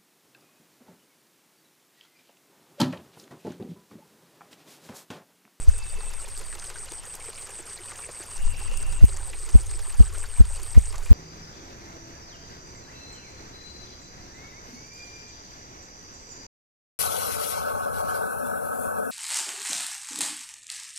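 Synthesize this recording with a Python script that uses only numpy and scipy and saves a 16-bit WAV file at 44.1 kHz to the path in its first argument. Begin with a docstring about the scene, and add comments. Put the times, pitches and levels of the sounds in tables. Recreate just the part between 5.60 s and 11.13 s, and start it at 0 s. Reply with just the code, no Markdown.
"""A ruffed grouse starts to drum on a log, close to a pair of microphones in a damp forest. Each wing stroke is
one deep pressure pulse that rolls away among the trees; loud peaks overload the recorder. An insect chirps very
high in runs of falling whistles, and fainter insects shimmer behind it. Water drips on leaves and litter as
short noise bursts; a far bird's two calls are noise rung at a pitch. Shaped noise makes the forest hush, the
soft rumble of moving air and a wide hiss that swells and then drops away."""
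import sys
import numpy as np
from scipy import signal
from scipy.fft import rfft, irfft, next_fast_len
from scipy.io import wavfile
from scipy.ndimage import uniform_filter1d

SR = 44100
rng = np.random.default_rng(int(sys.argv[2]) if len(sys.argv) > 2 else 0)


def pcm_store(signal):
    """Save signal as 16-bit PCM."""
    levels = np.round(np.clip(np.atleast_2d(signal), -1, 1) * 32767)
    wavfile.write(sys.argv[1], SR, levels.astype(np.int16).T)


N = 243873
TIME = np.arange(N) / SR

# wing strokes: (time [s], pulse peak [dB], build-up width [s], opening flick relative to the pulse [dB])
WING_STROKES = [(0.0853, -0.5, .005, -40), (3.4389, 3.4, .0101, -8.5), (3.9532, 3.7, .0058, -27),
                (4.4048, 3.6, .0057, -21), (4.8064, 3.4, .0056, -21), (5.1755, 3.6, .0056, -20),
                (5.5128, 3.6, .0053, -27)]
# the loudest drips on the litter: (time [s], peak before the shared drip level is added [dB], pitch [Hz])
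LITTER_DRIPS = [(0.404, -32, 1110), (0.466, -34.5, 907), (0.925, -31.5, 1690), (1.02, -34, 1570),
                (1.156, -31, 1460), (1.316, -33.5, 410), (1.682, -30.5, 474), (1.777, -32.5, 2670),
                (1.99, -32.5, 370), (2.317, -32.5, 1160), (2.388, -29.5, 1170), (2.488, -30.5, 482),
                (2.598, -33, 365), (3.731, -30.5, 2340), (4.547, -31, 1510), (4.638, -31, 1530),
                (5.145, -31, 1850), (5.34, -30, 1100)]
# the sharpest ticks of droplets on near leaves: (time [s], peak [dB], centre pitch [Hz])
LEAF_TICKS = [(0.181, -28.5, 9000), (0.68, -32, 7500), (0.776, -26, 6530), (0.997, -27.5, 5260),
              (1.32, -24.5, 7100), (1.553, -27, 8500), (2.358, -33, 5000), (3.173, -22.5, 7600),
              (3.453, -24, 8900), (3.571, -25, 6300), (4.583, -28, 7530), (5.032, -28, 8000),
              (5.381, -29.5, 6230)]
# far bird: (start [s], end [s], pitch [Hz], half the width of each filter [Hz], level at full swell [dB])
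BIRD_CALLS = [(0.077, 0.62, 2630, 20, -53.5), (0.089, 0.6, 3600, 30, -61), (2.68, 3.51, 2724, 160, -49)]
# air moving over the microphones, a lull and then a gust: (time [s], level [dB])
BREEZE_LEVEL = [(0, -25), (.2, -30.5), (.7, -35), (1.5, -44.5), (2.1, -52.5), (2.66, -50), (2.85, -18.5),
                (3.05, -24), (3.3, -19), (3.5, -31), (5.53, -31)]
# a wide soft hiss that grows and then drops away at 3.5 s: (time [s], level [dB])
WIDE_HISS_LEVEL = [(0, -62), (1.4, -58.5), (2.6, -56.5), (2.85, -52.5), (3.38, -50), (3.52, -61)]
# tone balance of the moving air: (frequency [Hz], relative level per Hz [dB])
BREEZE_SPECTRUM = [(12, 3.5), (20, 1.5), (32, -18), (45, -24.5), (65, -17.5), (100, -28), (160, -41.5),
                   (300, -55.5), (1000, -76.5)]
# tone balance of the wide hiss: (frequency [Hz], relative level per Hz [dB])
WIDE_HISS_SPECTRUM = [(100, 10), (400, 4), (1000, 3.5), (2000, -7), (4000, -32), (12000, -24)]
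# tone balance of the forest hush: (frequency [Hz], relative level per Hz [dB])
FOREST_SPECTRUM = [(30, 4), (100, 6.5), (240, -11.5), (450, -7.5), (700, -8), (950, -6.5), (2300, -7.5),
                   (3700, -12), (4700, -17), (5300, -10), (7200, -8.5), (10000, -13.5), (15500, -31)]
# how alike left and right are in the forest hush: (frequency [Hz], likeness [-1 to 1])
FOREST_ALIKE = [(30, 0.27), (200, 0.49), (500, 1), (2000, 0.97), (5000, 1), (15000, 1)]
# balance of the far drops' bands: (frequency [Hz], relative level of the band [dB])
PATTER_BALANCE = [(300, -3), (450, 0.5), (680, -11), (880, 0), (1600, -3), (2600, 0), (3600, -6.5),
                  (4700, 2), (5500, -1.5), (7200, 5.5), (10000, -0.5), (14000, -11.5)]
# tone balance of the trees' echo: (frequency [Hz], relative level per Hz [dB])
ECHO_SPECTRUM = [(12, 16.5), (25, 3), (38, -2), (55, -9), (85, -5.5), (110, 4), (160, -38), (300, -22),
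                 (1000, -28)]
# the insect's pace, slower by the end: (time [s], time from chirp to chirp [s])
CHIRP_PACE = [(0, .1524), (.7, .1496), (1, .152), (3.25, .1529), (3.5, .1592), (4.4, .1543), (4.6, .166)]

# a harder stroke is a quicker one: pitch at 0 dB, its rise with strength, and the width of its fall
STROKE_HZ, STROKE_HZ_PER_DB, STROKE_FALL_S = 53.6, 1.15, .0084
FLICK_LEAD_S, FLICK_WIDTH_S = .0175, .002
RIGHT_LEAD_S, RIGHT_DB = .0005, -.4
BOOM_HZ, BOOM_WIDTH_HZ, BOOM_DB = 40, 23, -13
# the song starts just before the sound does; each chirp fills this share of its period
SONG_START_S, SONG_END_S, CHIRP_SHARE = -.07, 5.3, .745
# softer drips: peak before the shared drip level is added, and range of pitch
SOFT_DRIP_DB, SOFT_DRIP_LOW_HZ, SOFT_DRIP_HIGH_HZ = -38, 365, 1940
CUTOFF_HZ = 15600


def from_db(db):
    """Turn decibels into a gain."""
    return 10 ** (np.asarray(db) / 20)


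def rms_one(x):
    """Scale to an average (rms) level of 1."""
    return x / np.sqrt(np.mean(x ** 2) + 1e-20)


def at_hz(points, hz):
    """Read a table between its points, with frequency on a log scale."""
    points = np.array(points)
    return np.interp(np.log(np.maximum(hz, 1)), np.log(points[:, 0]), points[:, 1])


def band(x, low_hz, high_hz):
    """Keep the sound between two frequencies, with gentle edges."""
    edges_hz = [low_hz, min(high_hz, SR / 2 - 1000)]
    sos = signal.butter(2, edges_hz, "band", fs=SR, output="sos")
    return signal.sosfilt(sos, x + 1e-18)


def resonate(x, hz, width_hz):
    """Ring at one pitch, as a hollow body does, with gain 1 at the top."""
    r = np.exp(-np.pi * width_hz / SR)
    feed = np.array([1, 0, -1]) * (1 - r * r) / 2
    ring = [1, -2 * r * np.cos(2 * np.pi * hz / SR), r * r]
    return signal.lfilter(feed, ring, x + 1e-18)


def drift(rate):
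    """Wander by chance between random points, this many per second, drawn with spread 1."""
    knots = rng.standard_normal(2000)
    return np.interp(TIME * rate, np.arange(len(knots)), knots)


def stereo_noise(colour, likeness):
    """Two channels of shaped noise, as alike as asked at each frequency; rms 1."""
    size = next_fast_len(N)
    hz = np.arange(size // 2 + 1) * SR / size
    white = rfft(rng.standard_normal((2, size)))
    mid, side = white * from_db(at_hz(colour, hz)) * (hz > 10)
    alike = np.clip(at_hz(likeness, hz), -1, 1)
    # the middle part is the same on both sides, the side part is opposite
    spectrum = np.sqrt(1 + alike) * mid + np.sqrt(1 - alike) * side * [[1], [-1]]
    return rms_one(irfft(spectrum, size)[:, :N])


def level_over_time(points):
    """Gain at every moment from a table of times and decibels."""
    return from_db(np.interp(TIME, *np.transpose(points)))


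def add(track, sound, start_s):
    """Mix a short sound into a track."""
    at = int(round(start_s * SR))
    low, high = max(at, 0), min(at + len(sound), N)
    if high > low:
        track[low:high] += sound[low - at:high - at]


def forest_hush(level_db=-49.5, waver_db=0.4):
    """The steady hush of the forest: shaped noise whose level wavers slightly."""
    return from_db(level_db + waver_db * drift(9)) * stereo_noise(FOREST_SPECTRUM, FOREST_ALIKE)


def breeze():
    """Air moving over the microphones: mostly low noise that follows the lull and the gust."""
    return level_over_time(BREEZE_LEVEL) * stereo_noise(BREEZE_SPECTRUM, [(20, 0.22), (200, 0.52)])


def wide_hiss():
    """A wide soft hiss: noise almost unrelated on the two sides, growing and then dropping away at 3.5 s."""
    return level_over_time(WIDE_HISS_LEVEL) * stereo_noise(WIDE_HISS_SPECTRUM, [(100, 0.012), (15000, 0.026)])


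def chirps():
    """Start and length of each chirp: one follows another and fills a set share of its period."""
    rows, start_s = [], SONG_START_S
    while start_s < SONG_END_S:
        period_s = np.interp(start_s, *np.transpose(CHIRP_PACE))
        rows.append((start_s, CHIRP_SHARE * period_s))
        start_s += period_s
    return rows


def insect(level_db=-31.0, centre_hz=8400, glide_hz=2600, soft_start_db=-5, swell_s=0.04,
           sharp_start_hz=200, short_sweep_share=0.31, uneven_db=0.67, wing_hz=8520,
           wing_width_hz=2200, notch_hz=8550, notch_width_hz=110, scatter_db=-11):
    """Each wing closure is a short falling whistle; a chirp is about thirteen, swelling and settling in pitch."""
    pulse_hz = 116.4  # wing closures per second
    out, t = np.zeros(N), TIME[:int(SR / pulse_hz)]
    closure = t * pulse_hz - .45
    shape = np.exp(-(np.abs(closure) / 0.25) ** 2.18)
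    for start_s, length_s in chirps():
        chance = rng.standard_normal((20, 3))
        unsteady_s = 3e-5 * np.cumsum(chance[:, 2])
        for k in range(min(round(length_s * pulse_hz), 20)):
            age = k / pulse_hz
            # the first closures are gentle: quieter, higher and with a shorter sweep
            gentle = np.exp(-(age / swell_s) ** 2)
            middle_hz = centre_hz + sharp_start_hz * gentle + 70 * chance[k, 0]
            hz = middle_hz - glide_hz * (1 - short_sweep_share * gentle) * closure
            db = level_db + soft_start_db * gentle + uneven_db * chance[k, 1]
            whistle = shape * np.sin(2 * np.pi * np.cumsum(hz) / SR)
            add(out, from_db(db) * whistle, start_s + age + unsteady_s[k])
    # foliage scatters the song into a short noisy tail
    t = TIME[:SR // 10]
    foliage = rng.standard_normal(len(t)) * np.exp(-t / 0.022)
    foliage = foliage / np.linalg.norm(foliage)
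    out = out + from_db(scatter_db) * signal.fftconvolve(out, foliage)[:N]
    # the wings favour the middle of the sweep, with a narrow dip in it
    out = resonate(out, wing_hz, wing_width_hz)
    return out - resonate(out, notch_hz, notch_width_hz)


def far_insects(level_db=-62, hz=4680, width_hz=420, throb_db=5.0):
    """A faint, uneven shimmer of insects deep in the wood: noise rung twice at one pitch."""
    shimmer = resonate(resonate(rng.standard_normal(N), hz, width_hz), hz, width_hz)
    return from_db(level_db + throb_db * drift(70)) * rms_one(shimmer)


def drop_impacts(per_s, size_db):
    """Energies of drops of random size that land at random moments."""
    sizes = from_db(size_db * np.minimum(rng.exponential(1, N), 3.3))
    return sizes ** 2 * (rng.random(N) < per_s / SR)


def patter(level_db=-61, per_s=24, size_db=3.5, low_decay_s=0.0064, shared=0.32, count=26):
    """Many farther drops: each excites its own band, some spread over all, and high ones die sooner."""
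    out, broad = np.zeros(N), drop_impacts(per_s, size_db)
    for hz in np.geomspace(370, 14000, count):
        keep = np.exp(-2 / (SR * low_decay_s * (hz / 370) ** -.3))
        hits = drop_impacts(per_s, size_db) + shared * broad
        # soft leaves give way, so each impact swells before it dies
        energy = signal.lfilter([1], [1, -2 * keep, keep ** 2], hits + 1e-18)
        grains = band(np.sqrt(np.abs(energy)) * rng.standard_normal(N), hz / 1.127, hz * 1.115)
        out += from_db(level_db + at_hz(PATTER_BALANCE, hz)) * rms_one(grains)
    return out


def far_bird():
    """A thin two-toned whistle, later a burry note; both reach the two sides by many paths."""
    out = np.zeros((2, N))
    for start_s, end_s, hz, width_hz, db in BIRD_CALLS:
        progress = np.clip((TIME - start_s) / (end_s - start_s), 0, 1)
        swell = np.sqrt(np.sin(np.pi * progress))
        # one noise shared by both sides, plus one for each side
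        paths = rng.standard_normal(N) + rng.standard_normal((2, N))
        note = resonate(resonate(paths, hz, 2 * width_hz), hz, 2 * width_hz)
        out += from_db(db) * swell * rms_one(note)
    return out


def wing_pressure():
    """A small flick as the wings open, then one push-pull-push of air."""
    out, t = np.zeros(N), np.arange(-SR // 20, SR // 20) / SR
    for s, db, build_s, flick_db in WING_STROKES:
        hz = STROKE_HZ + STROKE_HZ_PER_DB * db
        width_s = np.where(t < 0, build_s, STROKE_FALL_S)
        stroke = -np.cos(2 * np.pi * hz * t) * np.exp(-.5 * (t / width_s) ** 2)
        flick = from_db(flick_db) * np.exp(-.5 * ((t + FLICK_LEAD_S) / FLICK_WIDTH_S) ** 2)
        add(out, from_db(db) * (stroke + flick), s + t[0])
    return out


def low_pulses(pulse_db=-28, pulse_hz=218, delay_s=0.0035, width_s=0.0041):
    """A short low pulse near 218 Hz, added just after each loud stroke."""
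    out, t = np.zeros(N), np.arange(-SR // 50, SR // 50) / SR
    pulse = -np.cos(2 * np.pi * pulse_hz * t) * np.exp(-.5 * (t / width_s) ** 2)
    for s, db, *_ in WING_STROKES:
        if db > 0:
            add(out, from_db(pulse_db) * pulse, s + delay_s + t[0])
    return out


def stroke_loudness(pressure):
    """How strong the wing pressure is at each moment, smoothed over 400 samples."""
    return np.sqrt(uniform_filter1d(pressure ** 2, size=400).clip(0))


def feather_rush(pressure, flutter_db=-35, slap_db=-39):
    """Air rushing through the feathers: noise that grows and fades with the wing pressure."""
    # a low flutter, opposite and weaker on the right
    flutter = from_db(flutter_db) * rms_one(band(rng.standard_normal(N), 290, 417)) * np.array([[1], [-.3]])
    # a slap that reaches higher
    slap = from_db(slap_db) * rms_one(band(rng.standard_normal((2, N)), 280, 646))
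    return stroke_loudness(pressure) * (flutter + slap)


def stroke_hiss(pressure, hiss_db=-40):
    """A faint wide broadband hiss that follows the loudness of each stroke."""
    hiss_colour = [(100, -38), (400, -31), (1000, 2.5), (3000, -1), (12000, -8)]
    hiss = stereo_noise(hiss_colour, [(20, -0.34), (15000, -0.54)])
    return stroke_loudness(pressure) * from_db(hiss_db) * hiss


def tree_echo(pressure, echo_db=-21, echo_t60=0.9):
    """The trees return each pulse as a blurred roll that fades by 60 dB in echo_t60 seconds."""
    t = TIME[:SR]
    fade = from_db(-60 * t / echo_t60) * (1 - np.exp(-t / 0.014))
    trunks = stereo_noise(ECHO_SPECTRUM, [(20, 0.3), (100, 0.1)])[:, :SR] * fade
    echo = signal.fftconvolve(pressure[None], trunks, axes=1)[:, :N]
    # the echo level is relative to the pressure
    return from_db(echo_db) * np.std(pressure) * rms_one(echo)


def grouse():
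    """The two microphones meet the wing pulse in opposite polarity; boom, feathers, hiss and echo join it."""
    pressure = wing_pressure()
    right = -from_db(RIGHT_DB) * np.interp(TIME + RIGHT_LEAD_S, TIME, pressure)
    near = np.array([pressure, right])
    # a short hollow boom, alike on both sides, follows each stroke
    boom = from_db(BOOM_DB) * resonate(pressure, BOOM_HZ, BOOM_WIDTH_HZ)
    noise = feather_rush(pressure) + stroke_hiss(pressure)
    return near + boom + low_pulses() + noise + tree_echo(pressure)


def soft_drips(count=16):
    """Time, level and pitch of softer drips: one at a random moment in each equal slice of time."""
    when, pitch = rng.random((count, 2)).T
    times = (np.arange(count) + when) / count * N / SR
    pitches = SOFT_DRIP_LOW_HZ * (SOFT_DRIP_HIGH_HZ / SOFT_DRIP_LOW_HZ) ** pitch
    return [(s, SOFT_DRIP_DB, hz) for s, hz in zip(times, pitches)]


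def drips(drip_db=-2, splash_db=-9, rise_s=0.00096, decay_s=0.0086, width_share=0.22):
    """A drop on soft litter: a short damped rustle round one pitch, with a little wider splash."""
    out, t = np.zeros(N), TIME[:SR // 10]
    contact = (1 - np.exp(-t / rise_s)) * np.exp(-t / decay_s)
    for s, db, hz in list(LITTER_DRIPS) + soft_drips():
        body, spray = rng.standard_normal((2, len(t))) * contact
        rustle = rms_one(resonate(body, hz, hz * width_share))
        splash = from_db(splash_db) * rms_one(band(spray, 290, 2360))
        drop = rustle + splash
        add(out, from_db(db + drip_db) * drop / np.abs(drop).max(), s)
    return out


def ticks(decay_s=0.0015, spread=1.48):
    """A droplet on a near leaf: a bright snap of a few milliseconds round the leaf's own pitch."""
    out, t = np.zeros(N), TIME[:SR // 20]
    for s, db, hz in LEAF_TICKS:
        burst = rng.standard_normal(len(t)) * np.exp(-t / decay_s)
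        snap = band(burst, hz / spread, hz * spread)
        add(out, from_db(db) * snap / np.abs(snap).max(), s)
    return out


def scene():
    """The grouse in front of the dripping forest."""
    air = forest_hush() + breeze() + wide_hiss()
    animals = insect() + far_insects() + far_bird() + grouse()
    water = patter() + drips() + ticks()
    return air + animals + water


def record(dry, top=1.0):
    """The recorder flattens peaks that are too loud; then the top of the spectrum is cut."""
    clipped = np.clip(dry, -top, top)
    sos = signal.ellip(10, .1, 70, CUTOFF_HZ, fs=SR, output="sos")
    return signal.sosfilt(sos, clipped)


dry = scene()
out = record(dry)
pcm_store(out)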